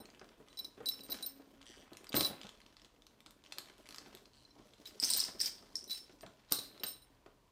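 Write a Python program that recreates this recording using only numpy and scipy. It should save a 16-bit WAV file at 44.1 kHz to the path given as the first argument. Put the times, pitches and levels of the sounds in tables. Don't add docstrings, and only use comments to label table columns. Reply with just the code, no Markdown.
import sys
import numpy as np
from scipy import signal
from scipy.fft import rfft, irfft, next_fast_len
from scipy.io import wavfile
from scipy.ndimage import uniform_filter1d

SR = 44100
rng = np.random.default_rng(int(sys.argv[2]) if len(sys.argv) > 2 else 0)


def linear_from_db(decibels):
    return 10 ** (np.asarray(decibels, float) / 20)


def store_wav(level_fs):
    pcm = np.round(np.clip(np.atleast_2d(level_fs), -1, 1) * 32767)
    wavfile.write(sys.argv[1], SR, pcm.T.astype(np.int16))


N = 331191

# f/Hz, level/dB per Hz
AIR_SPECTRUM = [(15, -53), (25, 5), (200, -10), (293, -7.5), (840, -16), (962, -8), (1370, -22),
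                (4140, -23), (13600, -34.5), (14800, -26.5), (16000, -53)]
AIR_DB = -70.5
# f/Hz, level/dB rms
HUM_TONES = [(39.5, -81), (122, -81.5)]

# t/s, low modes/dB, middle modes/dB, high modes/dB, free swing/s
BUCKLE_BLOWS = [(0.0014, -52, -57.5, -55, 0.023), (0.499, -57, -73, -75, .07),
                (0.531, -60, -71, -78, 0.039), (0.5721, -36.5, -51, -54, 0.023),
                (0.59, -27.5, -57, -41, 0.019), (0.6462, -34, -56, -55, 0.011),
                (0.8584, -24.5, -40.5, -44, 0.034), (0.8865, -22.5, -60, -29.5, 0.016),
                (1.0062, -42, -60, -56, 0.014), (1.0334, -51, -51.5, -47, 0.045),
                (1.0985, -46, -55, -42, 0.0072), (1.1043, -39, -62, -35.5, 0.037),
                (1.1182, -28, -58, -32, 0.016), (1.2250, -30.5, -41, -43, 0.033),
                (1.2612, -53, -60, -31, 0.022), (2.092, -52, -51, -42, 0.0053),
                (2.151, -34, -50, -32, 0.016), (2.165, -32, -37, -23.5, 0.037),
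                (2.1888, -32, -39, -30.5, 0.036), (2.229, -24, -42, -35, 0.018),
                (2.2471, -20, -45, -37.5, 0.03)]
# t/s, low modes/dB, middle modes/dB, high modes/dB, free swing/s
LATE_BUCKLE_BLOWS = [(5.1, -28, -31, -36, 0.014), (5.1705, -39, -39, -27, 0.021),
                     (5.877, -45, -64, -52, 0.022), (5.8973, -35, -51, -55, 0.023),
                     (5.907, -26, -52, -43, 0.057), (5.93, -33, -46.5, -60, 0.063),
                     (6.214, -63, -58.5, -59, 0.027), (6.506, -53, -57, -51, .014),
                     (6.5264, -30, -40.5, -37, 0.016), (6.548, -39, -53, -43, 0.083),
                     (6.5875, -31, -42, -50, 0.012), (6.7976, -44.5, -56.5, -73, 0.0078),
                     (6.838, -29.5, -66, -35, 0.012), (6.8639, -36, -38.5, -46, .027),
                     (6.88, -43.5, -43, -36, 0.056), (6.93, -45, -68, -54, 0.12),
                     (7.0175, -53, -59, -61, 0.021)]
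# f/Hz, level/dB, share of free swing, group (0 low, 1 middle, 2 high, 3 tongue)
BUCKLE_MODES = [(3960, -4, 0.77, -0.5), (4150, -17, 0.64, 3), (8715, 0.5, 1, 1), (8560, -14, 0.63, 2),
                (13730, -2, 0.74, 2), (13300, -19, .7, 2), (14300, -20.5, .6, 2)]
FREE_T60_S, LANDED_T60_S = 0.2, 0.019
CLINK_DB = -4

# t/s, low mode/dB, middle mode/dB, high mode/dB, free swing/s
ROLLER_BLOWS = [(0.0014, -62, -64, -94, 0.024), (0.572, -53, -77, -70, 0.025),
                (0.5901, -51, -67, -72, 0.042), (0.628, -50, -62, -65, 0.041),
                (0.6457, -63, -83, -65, 0.05), (0.8583, -49, -50, -53, 0.052),
                (0.8875, -50, -52, -55, 0.11), (0.9104, -45.5, -62, -60, 0.05),
                (1.1046, -52, -53, -68, 0.042), (1.118, -49, -53, -64, 0.055),
                (1.2235, -53, -46, -66, 0.037), (1.261, -52, -61, -52, 0.05), (2.1504, -52, -43, -39, 0.05),
                (2.1854, -43, -51, -46, 0.048), (2.249, -54, -44, -45, 0.048),
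                (5.8754, -57, -57, -77.5, 0.05), (5.9063, -57, -51, -58, 0.048),
                (5.946, -43, -59, -70, 0.1), (6.527, -47.5, -59, -57, 0.05), (6.7989, -61, -75, -69, 0.05),
                (6.8643, -49.5, -57, -47, 0.048), (6.8865, -53, -59, -52, 0.05),
                (7.017, -67, -63, -73, 0.028)]
ROLLER_MODES_HZ = [5330, 9985, 14680]
ROLLER_MODES_DB = [-3, -5, -2]
ROLLER_T60_S = 0.4
# t/s, peak level/dB, f/Hz, t60/s
HOOK_TINKS = [(2.092, -44, 4700, 0.031), (4.45, -58.5, 4100, 0.084), (4.507, -55, 4070, 0.059),
              (4.506, -55, 5450, 0.035), (4.709, -75, 3290, .12), (4.734, -63, 4080, 0.055),
              (4.859, -41, 3920, 0.054), (4.875, -43, 5200, 0.03), (6.53, -44.5, 4000, 0.073),
              (6.568, -46, 4180, .06), (5.755, -44, 1900, 0.014), (5.409, -44, 1800, 0.032),
              (5.459, -43.5, 2330, .02), (6.123, -60, 5300, 0.026), (6.842, -36.5, 4550, 0.028),
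              (6.835, -34, 13300, 0.044)]
# t/s, level/dB, f/Hz, width/Hz, t60/s
HOOK_DRAG = (6.53, -45, 4040, 400, .55)

# t/s, peak level/dB, f/Hz, slap level/dB
BAG_KNOCKS = [(0.002, -45, 258, -68), (0.214, -47, 386, -46), (0.4, -50.5, 440, -94),
              (0.777, -51, 394, -51), (0.804, -41, 470, -52), (1.092, -41.5, 285, -47),
              (1.144, -46, 269, -53), (1.397, -49.5, 280, -76), (1.917, -45.5, 347, -74),
              (2.142, -27, 272, -33), (2.171, -28.5, 331, -45), (2.206, -31, 316, -50),
              (2.255, -39, 259, -43), (2.299, -38, 200, -60), (2.446, -44.5, 200, -54),
              (3.262, -56, 310, -52), (3.582, -50.5, 352, -69), (3.699, -55, 355, -49),
              (4.06, -54, 237, -50), (4.143, -49.5, 380, -58), (4.563, -52.5, 292, -70),
              (4.593, -50.5, 334, -68), (4.613, -60.5, 297, -75), (5.105, -46.5, 985, -53.5),
              (5.027, -40.5, 271, -42.5), (5.282, -47.5, 272, -42.5), (5.284, -49, 1010, -62),
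              (5.349, -47.5, 343, -61), (5.625, -53, 273, -55), (6.095, -52, 360, -52),
              (6.231, -42, 662, -47), (6.263, -50, 183, -47), (6.517, -39.5, 290, -37.5),
              (6.5215, -37.5, 1173, -40), (6.583, -44.5, 290, -54), (6.836, -38.5, 259, -35.5),
              (7.261, -48, 349, -53)]

# t/s, hand effort level/dB, strap slide level/dB above it
HAND_EFFORT = [(0.0, -71, -16), (0.74, -72, 6), (0.9, -65, -35), (1.04, -70.5, 7.5), (1.15, -58.5, 7),
               (1.36, -73.5, 2.5), (1.8, -70.5, -5), (2.32, -57.5, -13), (2.5, -71, 1), (3.16, -80.5, -1),
               (3.57, -72, 0.5), (4.07, -65.5, 2), (4.3, -77.5, 4), (5.0, -70, 5.5), (5.17, -54.5, 21),
               (5.35, -70.5, 7), (6.1, -75, 8), (6.3, -76, 3.5), (6.43, -76.5, 0), (6.77, -69, -7.5),
               (7.51, -92, -18.5)]
# f/Hz, level/dB per Hz
RUMBLE_SPECTRUM = [(45, -46), (75, -23.5), (120, -8), (200, 5), (280, 9.5), (420, 4), (700, 0), (1100, -24)]
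RUSTLE_SPECTRUM = [(400, 7), (800, 12), (1500, 9.5), (2500, 8), (3400, 8), (5000, -28.5)]
HISS_SPECTRUM = [(2500, -18), (4000, 9.5), (5500, 9), (8000, -2.5), (12000, -5.5), (15000, -28.5),
                 (16500, -22)]
RUMBLE_DB, RUMBLE_FOLLOWS = -66.5, 0.65

# first t/s, last t/s, first level/dB, last level/dB, treble level/dB
STITCH_RUNS = [
    (0.0556, 0.29, -36, -45, -28),
]
STITCHES_PER_RUN = [6]
STITCH_JITTER = 0.05
# t/s, peak level/dB, f/Hz, treble level/dB
STITCH_TRIPS = [(2.4145, -35, 3000, -57), (2.433, -37.5, 3410, -71), (2.442, -47, 3960, -62),
                (2.453, -43, 3050, -66), (2.4683, -38, 3430, -67), (2.4917, -35, 3330, -70),
                (3.8571, -44, 2080, -59), (3.8645, -45, 2280, -68), (3.872, -48, 3400, -56),
                (3.889, -37, 4200, -47), (3.908, -38, 4200, -47), (3.925, -39, 4110, -48),
                (3.9454, -33, 5060, -49), (3.9607, -38.5, 5000, -47), (3.9836, -31, 4970, -45),
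                (4.665, -63, 3770, -70), (4.6714, -68, 3770, -62), (4.68, -65, 3850, -70),
                (4.6932, -67, 3230, -69)]
# t/s, peak level/dB, f/Hz, treble level/dB
STUD_TICKS = [(0.5974, -56, 3940, -57), (0.7477, -57, 4030, -76), (0.806, -51, 1970, -75),
              (1.1424, -34, 3940, -55), (1.9328, -40.5, 4100, -53), (1.9706, -40, 2770, -42),
              (2.0438, -41.5, 2400, -48.5), (2.143, -25, 2800, -41), (2.1517, -34, 1700, -42),
              (2.166, -21, 4100, -41), (2.1726, -37, 3930, -31), (2.2084, -15.5, 4100, -23),
              (2.2157, -26, 4150, -30), (2.2235, -35, 3960, -35), (2.6033, -47.5, 2160, -59),
              (3.0671, -42.5, 4170, -55), (3.205, -45, 3600, -51), (3.262, -40, 3730, -54),
              (3.308, -46.5, 3530, -46.5), (3.5226, -31.5, 3400, -43), (3.5843, -25.5, 4250, -31.5),
              (3.781, -52, 3200, -58), (3.8263, -60, 2390, -63), (4.15, -41, 3630, -45.5),
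              (4.856, -40, 4100, -46), (6.096, -55, 3940, -76), (6.209, -40, 4850, -54),
              (6.591, -36, 3940, -36), (6.7775, -44, 4090, -69), (6.8345, -24.5, 3060, -40.5),
              (3.5238, -31.5, 4310, -50), (0.485, -46.5, 3340, -63), (0.529, -47, 3100, -68),
              (0.5895, -50, 5200, -53)]
# t/s, peak level/dB
LEATHER_SNAPS = [(0.9927, -36), (1.081, -50), (1.188, -39), (1.616, -40), (1.628, -41), (1.8383, -71),
                 (2.069, -35), (2.122, -30), (2.1292, -23), (2.616, -40.5), (2.6632, -40), (2.768, -39),
                 (2.797, -43.5), (2.818, -40), (2.847, -38), (2.856, -46), (3.268, -41), (7.149, -58),
                 (1.844, -52), (3.021, -43.5), (3.439, -42), (3.462, -37.5), (3.618, -54), (3.658, -40),
                 (3.698, -40), (4.172, -38), (4.256, -40), (4.736, -42.5), (6.123, -51), (6.264, -36),
                 (6.488, -47.5), (6.496, -44), (6.966, -42.5), (3.45, -46), (3.471, -45), (3.51, -46),
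                 (3.737, -46), (7.263, -47.5)]
SNAP_TREBLE_DB = -29
# t/s, length/s, level/dB
STRAP_WHIP = (6.5215, 0.004, -21.5)

# t/s, level/dB
MOTOR_LEVEL = [(0.8, -101), (0.88, -67.5), (1.3, -72), (1.62, -68.5), (1.75, -77)]
MOTOR_HZ, MOTOR_OCTAVE_DB = 273, -11

# t/s, length/s, first slips/per s, last slips/per s, level/dB, fading/dB per s
CREAKS = [
    (1.648, .2, 105, 165, -59, 60),
    (4.327, .115, 150, 105, -75, -30),
]
# f/Hz, width/Hz, level/dB
STRAP_RESONANCES = [
    [(1890, 340, -3.5), (3200, 690, 3), (4700, 670, -0.5), (5830, 610, -0.5), (7800, 2800, -4)],
    [(3100, 750, -2), (4250, 810, 2.5), (5800, 950, -6), (8000, 1900, -6)],
]
CREAK_EDGE_S = 0.003
SLIP_SCATTER_DB, SLIP_JITTER, SLIP_T60_S = 1.5, 0.07, 0.004

# t/s, length/s, level/dB, fading/dB per s
RATTLES = [(2.141, 0.14, -33.5, 66), (4.85, 0.056, -50.5, 60), (5.01, 0.095, -38, 14),
           (5.094, .17, -40.5, 28), (5.385, 0.11, -39, 7), (5.892, 0.11, -44, 47), (6.509, 0.18, -41, 109),
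           (6.836, 0.086, -44.5, 114)]
# f/Hz, width/Hz, level/dB
RATTLE_RESONANCES = [(4100, 3500, 5), (4850, 400, 1.5), (6040, 2000, -22), (8120, 650, -5.5),
                     (12500, 4600, -6), (13400, 1600, -5.5)]

# t/s, peak level/dB, main mode f/Hz, upper modes/dB, t60/s
CLASP_KNOCKS = [(4.9998, -23, 4960, -36.5, 0.011), (5.027, -20.5, 5200, -51.5, 0.017),
                (5.0312, -24, 5200, -55, 0.012), (5.037, -15, 5150, -41, 0.013),
                (5.0425, -23, 4850, -42, 0.014), (5.045, -15, 5570, -30.5, 0.01),
                (5.0506, -18, 6200, -30, 0.012), (5.0644, -29, 4850, -45, 0.013),
                (5.0814, -31.5, 5300, -38, 0.014), (5.1015, -26, 3920, -28.5, 0.018),
                (5.1054, -24, 5100, -27, 0.015), (5.113, -25, 4570, -30, 0.024),
                (5.1282, -21, 5000, -36, 0.014), (5.1354, -18, 4140, -25, 0.016),
                (5.1413, -26.5, 4700, -36.5, 0.018), (5.1504, -23, 5000, -39, 0.012),
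                (5.1634, -33.5, 3930, -32, 0.014), (5.1724, -35.5, 4840, -37, 0.01),
                (5.1794, -43, 5160, -44.5, 0.011), (5.1932, -22, 4500, -34, 0.014),
                (5.2007, -24.5, 4570, -29.5, 0.016), (5.2032, -18.5, 5220, -35.5, 0.018),
                (5.214, -24.5, 3930, -43, 0.014), (5.238, -21.5, 5070, -43, 0.019),
                (5.2524, -30, 5030, -43, 0.016)]
# t/s, peak level/dB, main mode f/Hz, upper modes/dB, t60/s
LATE_CLASP_KNOCKS = [(5.3944, -32, 5450, -64, 0.023), (5.4027, -21, 4800, -49, 0.015),
                     (5.4126, -16, 4950, -33.5, 0.017), (5.4177, -25, 5470, -31.5, 0.012),
                     (5.429, -36, 5300, -41, 0.016), (5.4474, -31, 5040, -47, 0.017),
                     (5.459, -19, 4980, -39, 0.025), (5.4654, -25.5, 4820, -47, 0.019),
                     (5.6241, -52, 5330, -66, 0.017), (5.7546, -20.5, 5270, -41, 0.017),
                     (5.7666, -31, 5430, -49, 0.018), (5.7914, -39, 5200, -55, 0.018),
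                     (5.841, -39.5, 5860, -53, 0.019)]

# f/Hz, level/dB
ECHO_BANDS = [(150, -13.5), (500, -2.5), (1500, -2), (4000, -6.5), (8000, -1), (13000, -5.5)]
ECHO_DECAYS = [.45, 0.51, 0.36, 0.35, 0.25, 0.079]
METAL_ECHO_DB, METAL_SWING = -3.5, 0.5

# f/Hz, level/dB
MICROPHONE_RESPONSE = [(28, -9), (36, 0), (14500, -0.5), (15500, -0.5), (16500, -26.5)]
TOP_HZ = 16300


def level(x, db):
    return x * linear_from_db(db) / np.sqrt(np.mean(x ** 2))


def colour(x, points):
    size = next_fast_len(len(x))
    hz, db = np.transpose(points)
    gain = linear_from_db(np.interp(np.log(np.fft.rfftfreq(size, 1 / SR) + 1), np.log(hz), db))
    return irfft(rfft(x, size) * gain, size)[:len(x)]


def walk(rate):
    k = int(SR / rate)
    held = np.repeat(rng.standard_normal(N // 20 + 1)[:N // k + 1], k)
    return 1.3 * uniform_filter1d(uniform_filter1d(held, k), k)[:N]


def mode(hz, db, t60, turn, rise=0.00024):
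    t = np.arange(int(np.clip(t60, 0.001, 0.8) * SR) + 8) / SR
    decay = linear_from_db(db - 60 * t / max(t60, 0.001))
    return decay * (1 - np.exp(-t / rise)) * np.sin(2 * np.pi * (hz * t + turn))


def crack(hz, width, db, t60, noise):
    edges = np.clip([hz - width / 2, hz + width / 2], 50, SR / 2.1)
    band = signal.lfilter(*signal.butter(2, edges, "band", fs=SR), noise)
    decay = linear_from_db(db - 60 * np.arange(len(noise)) / SR / max(t60, 0.001))
    return band / np.std(band) * decay


def add(track, s, sound):
    i = max(int(s * SR), 0)
    track[i:i + len(sound)] += sound[:N - i]


def grains(rate, scatter_db, t60):
    starts = (rng.random(N) < rate / SR) * linear_from_db(scatter_db * rng.exponential(size=N))
    envelope = signal.lfilter([1], [1, -linear_from_db(-60 / (t60 * SR))], starts)
    return rng.standard_normal(N) * envelope


def gate(s, length_s, edge_s):
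    since = np.arange(N) / SR - s
    opened = np.clip(np.minimum(since, length_s - since) / edge_s, 0, 1)
    return opened, np.clip(since, 0, length_s)


def garage():
    t = np.arange(N) / SR
    hum = 0
    for hz, db in HUM_TONES:
        hum = hum + np.sqrt(2) * linear_from_db(db + 2 * walk(3)) * np.sin(2 * np.pi * hz * t)
    air = level(colour(rng.standard_normal(N), AIR_SPECTRUM), AIR_DB)
    return air * linear_from_db(0.93 * walk(3.6)) + hum


def buckle():
    blows = BUCKLE_BLOWS + LATE_BUCKLE_BLOWS
    out, chance = np.zeros(N), rng.standard_normal((len(blows), 1024))
    gaps = np.diff([row[0] for row in blows], append=N / SR)
    for (s, *group_db, free_s), gap, c in zip(blows, gaps, chance):
        blow_db = 10 * np.log10(np.sum(linear_from_db(np.array(group_db)) ** 2))
        clink_db = blow_db + CLINK_DB
        group_db.append(clink_db)
        for k, (hz, db, share, group) in enumerate(BUCKLE_MODES):
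            mode_db = group_db[int(round(group))] + db - 2.0 + 0.69 * c[k + 10]
            ring = mode(hz * (1 + 0.0008 * c[k]), mode_db, FREE_T60_S, c[k + 20], rise=11.0 / hz)
            landing = min(share * free_s, gap)
            landed = np.maximum(np.arange(len(ring)) / SR - landing, 0)
            add(out, s, ring * linear_from_db(-60 * landed / LANDED_T60_S))
        add(out, s, crack(4680, 1500, clink_db - 7, 0.025, c))
        add(out, s, crack(10000, 9000, clink_db - 13, 0.005, c[::-1]))
    chatter_db = 1.3 * walk(260)
    return out * linear_from_db(chatter_db)


def roller():
    out, chance = np.zeros(N), rng.standard_normal((len(ROLLER_BLOWS) + len(HOOK_TINKS), 256))
    for (s, *mode_db, free_s), c in zip(ROLLER_BLOWS, chance):
        for k, (hz, db) in enumerate(zip(ROLLER_MODES_HZ, mode_db)):
            pitch = hz * (1 + 0.00099 * c[k])
            ring = mode(pitch, db + ROLLER_MODES_DB[k], ROLLER_T60_S, c[k + 3], rise=0.0012)
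            rested = np.maximum(np.arange(len(ring)) / SR - free_s, 0)
            add(out, s, ring * linear_from_db(-60 * rested / 0.08))
    for (s, db, hz, t60), c in zip(HOOK_TINKS, chance[::-1]):
        add(out, s, mode(hz, db, t60, c[0]))
        add(out, s, crack(hz, 1500, db - 4.5, 0.0062, c))
    out = out * linear_from_db(3.5 * walk(140))
    s, db, hz, width, t60 = HOOK_DRAG
    add(out, s, crack(hz, width, db, t60, rng.standard_normal(SR // 2)))
    return out


def knocks():
    out, chance = np.zeros(N), rng.standard_normal((len(BAG_KNOCKS), 8192))
    for (s, db, hz, slap_db), c in zip(BAG_KNOCKS, chance):
        add(out, s, mode(hz, db + 0.39, 0.057, 0, rise=0.0018))
        add(out, s, crack(395, 578, db - 7.5, 0.15, c))
        add(out, s, crack(115, 67, 1.75 * db - 0.5, 0.32, np.roll(c, 999)))
        add(out, s, crack(1460, 1930, slap_db - 5.5, 0.037, c[::-1]))
    return out


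def handling():
    s, *columns = np.transpose(HAND_EFFORT)
    rustle_db, slide_db = (np.interp(np.arange(N) / SR, s, c) for c in columns)
    rumble_db = RUMBLE_DB + RUMBLE_FOLLOWS * (rustle_db + 69.5)
    hiss_db = rustle_db + slide_db
    slips = grains(500, scatter_db=2.5, t60=0.012)
    drag = grains(130, scatter_db=2.5, t60=0.092)
    rumble = level(colour(drag, RUMBLE_SPECTRUM), 0) * linear_from_db(rumble_db + 0.59 * walk(29))
    flutter_db = 1.5 * walk(25)
    rustle = level(colour(slips, RUSTLE_SPECTRUM), -0.1) * linear_from_db(rustle_db + flutter_db)
    hiss = level(colour(slips, HISS_SPECTRUM), -6.5) * linear_from_db(hiss_db + flutter_db)
    return rumble + rustle + hiss


def stitches():
    rows = []
    for (first, last, first_db, last_db, treble_db), count in zip(STITCH_RUNS, STITCHES_PER_RUN):
        late, scatter = rng.standard_normal((count, 2)).T
        share = np.linspace(0, 1, count)
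        s = first + (last - first) * (share + STITCH_JITTER * late * np.sin(np.pi * share) / count)
        db = first_db + (last_db - first_db) * share + 4 * scatter
        rows += zip(s, db, db + treble_db)
    return rows


def ticks():
    dull = [(s, db, db + SNAP_TREBLE_DB) for s, db in LEATHER_SNAPS] + stitches()
    dull_hz = 3800 * np.exp(0.17 * rng.standard_normal(len(dull)))
    rows = STUD_TICKS + STITCH_TRIPS
    rows = rows + [(s, db - 4.5, hz, treble_db - 8) for (s, db, treble_db), hz in zip(dull, dull_hz)]
    out, chance = np.zeros(N), rng.standard_normal((len(rows) + 1, 512))
    for (s, db, hz, treble_db), c in zip(rows, chance):
        add(out, s, mode(hz, db, 0.0044, 0, rise=0.0001))
        add(out, s, mode(1170, db - 12, 0.0088, 0, rise=0.00017))
        add(out, s, crack(3730, 4400, db - 11, 0.017, c))
        add(out, s, crack(9500, 6040, treble_db + 2.5, 0.0028, c[::-1]))
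    s, length_s, db = STRAP_WHIP
    whip = 0
    for hz, width, g in [(13400, 870, 3), (8380, 1430, -8), (7010, 7500, -2.0), (5200, 1260, -11.5)]:
        whip = whip + crack(hz, width, db + g, 0.046, chance[-1])
    closing = np.clip((length_s - np.arange(len(whip)) / SR) / 0.0023, 0, 1)
    add(out, s, whip * closing)
    return out


def whine():
    turns = 2 * np.pi * np.cumsum(MOTOR_HZ * (1 + 0.0026 * walk(4.0))) / SR
    note = np.sin(turns) + linear_from_db(MOTOR_OCTAVE_DB) * np.sin(2 * turns)
    note_db = np.interp(np.arange(N) / SR, *np.transpose(MOTOR_LEVEL), left=-200, right=-200)
    return np.sqrt(2) * note * linear_from_db(note_db + 3.2 * walk(12))


def creak():
    s, length_s, first, last = np.transpose(CREAKS)[:4]
    times = np.ravel([s, s + length_s], "F")
    rate = np.interp(np.arange(N) / SR, times, np.ravel([first, last], "F"))
    wobble, out = walk(90), 0
    size, grit = rng.standard_normal((2, N))
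    for (s, length_s, _, _, db, fade_db_s), body in zip(CREAKS, STRAP_RESONANCES):
        opened, since = gate(s, length_s, CREAK_EDGE_S)
        turns = np.cumsum(rate * (1 + SLIP_JITTER * wobble) * (since > 0)) / SR
        slips = np.diff(np.floor(turns), prepend=0) * linear_from_db(SLIP_SCATTER_DB * size)
        scrape = signal.lfilter([1], [1, -linear_from_db(-60 / (SLIP_T60_S * SR))], slips)
        slips = slips + 0.23 * grit * scrape
        rung = 0
        for hz, width, g in body:
            peak = signal.iirpeak(hz, hz / width, SR)
            rung = rung + level(signal.lfilter(*peak, signal.lfilter(*peak, slips)), g)
        out = out + level(rung, db) * opened * linear_from_db(-fade_db_s * since)
    return out


def rattle():
    contacts, effort = grains(780, scatter_db=4.0, t60=0.022), 0
    for s, length_s, db, fade_db_s in RATTLES:
        opened, since = gate(s, length_s, 0.013)
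        effort = effort + opened * linear_from_db(db - fade_db_s * since)
    body = 0
    for hz, width, db in RATTLE_RESONANCES:
        body = body + level(signal.lfilter(*signal.iirpeak(hz, hz / width, SR), contacts), db)
    return level(body, -5.0) * effort


def clasp():
    rows = CLASP_KNOCKS + LATE_CLASP_KNOCKS
    out, chance = np.zeros(N), rng.standard_normal((len(rows), 1024))
    for (s, db, hz, upper_db, t60), c in zip(rows, chance):
        add(out, s, mode(hz, db - 3.0, t60, c[0]))
        add(out, s, crack(5260, 670, db - 6.5, 1.07 * t60, c))
        add(out, s, crack(8640, 1498, upper_db + 0.5, 0.016, c[::-1]))
        add(out, s, mode(14200 * (1 + 0.004 * c[5]), upper_db - 11.5 + 3 * c[6], 0.04, c[7]))
        add(out, s, crack(9500, 9500, upper_db - 3, 0.0064, c))
    return out


def echo(x):
    t, tail = np.arange(SR // 2) / SR, 0
    centres = [100] + [row[0] for row in ECHO_BANDS] + [20000]
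    for k, ((hz, db), t60) in enumerate(zip(ECHO_BANDS, ECHO_DECAYS)):
        low, high = centres[k], centres[k + 2]
        band = colour(rng.standard_normal(len(t)), [(low, -12), (hz, 0), (high, -12)])
        onset = np.clip(t / 0.0018 - 1, 0, 1)
        band = band / np.std(band) * linear_from_db(-60 * t / t60) * onset
        width = (high - low) / SR
        tail = tail + linear_from_db(db) * band * np.sqrt(width / np.sum(linear_from_db(-120 * t / t60)))
    return signal.fftconvolve(x, tail)[:N]


def scene():
    rings = buckle() + roller()
    near = clasp() + rattle() + ticks() + knocks() + creak() + handling()
    swung = linear_from_db(METAL_ECHO_DB) * rings * (1 - METAL_SWING + METAL_SWING * walk(400))
    return (near + rings + echo(near + swung) + garage() + whine())[None]


def low_pass(x):
    return signal.sosfilt(signal.butter(12, 16520, fs=SR, output="sos"), x)


def record(dry):
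    heard = colour(dry[0], MICROPHONE_RESPONSE)[None]
    top_cut = signal.ellip(8, 0.2, 70, TOP_HZ, fs=SR, output="sos")
    mix = signal.sosfilt(top_cut, heard)
    return low_pass(mix)


dry = scene()
out = record(dry)
store_wav(out)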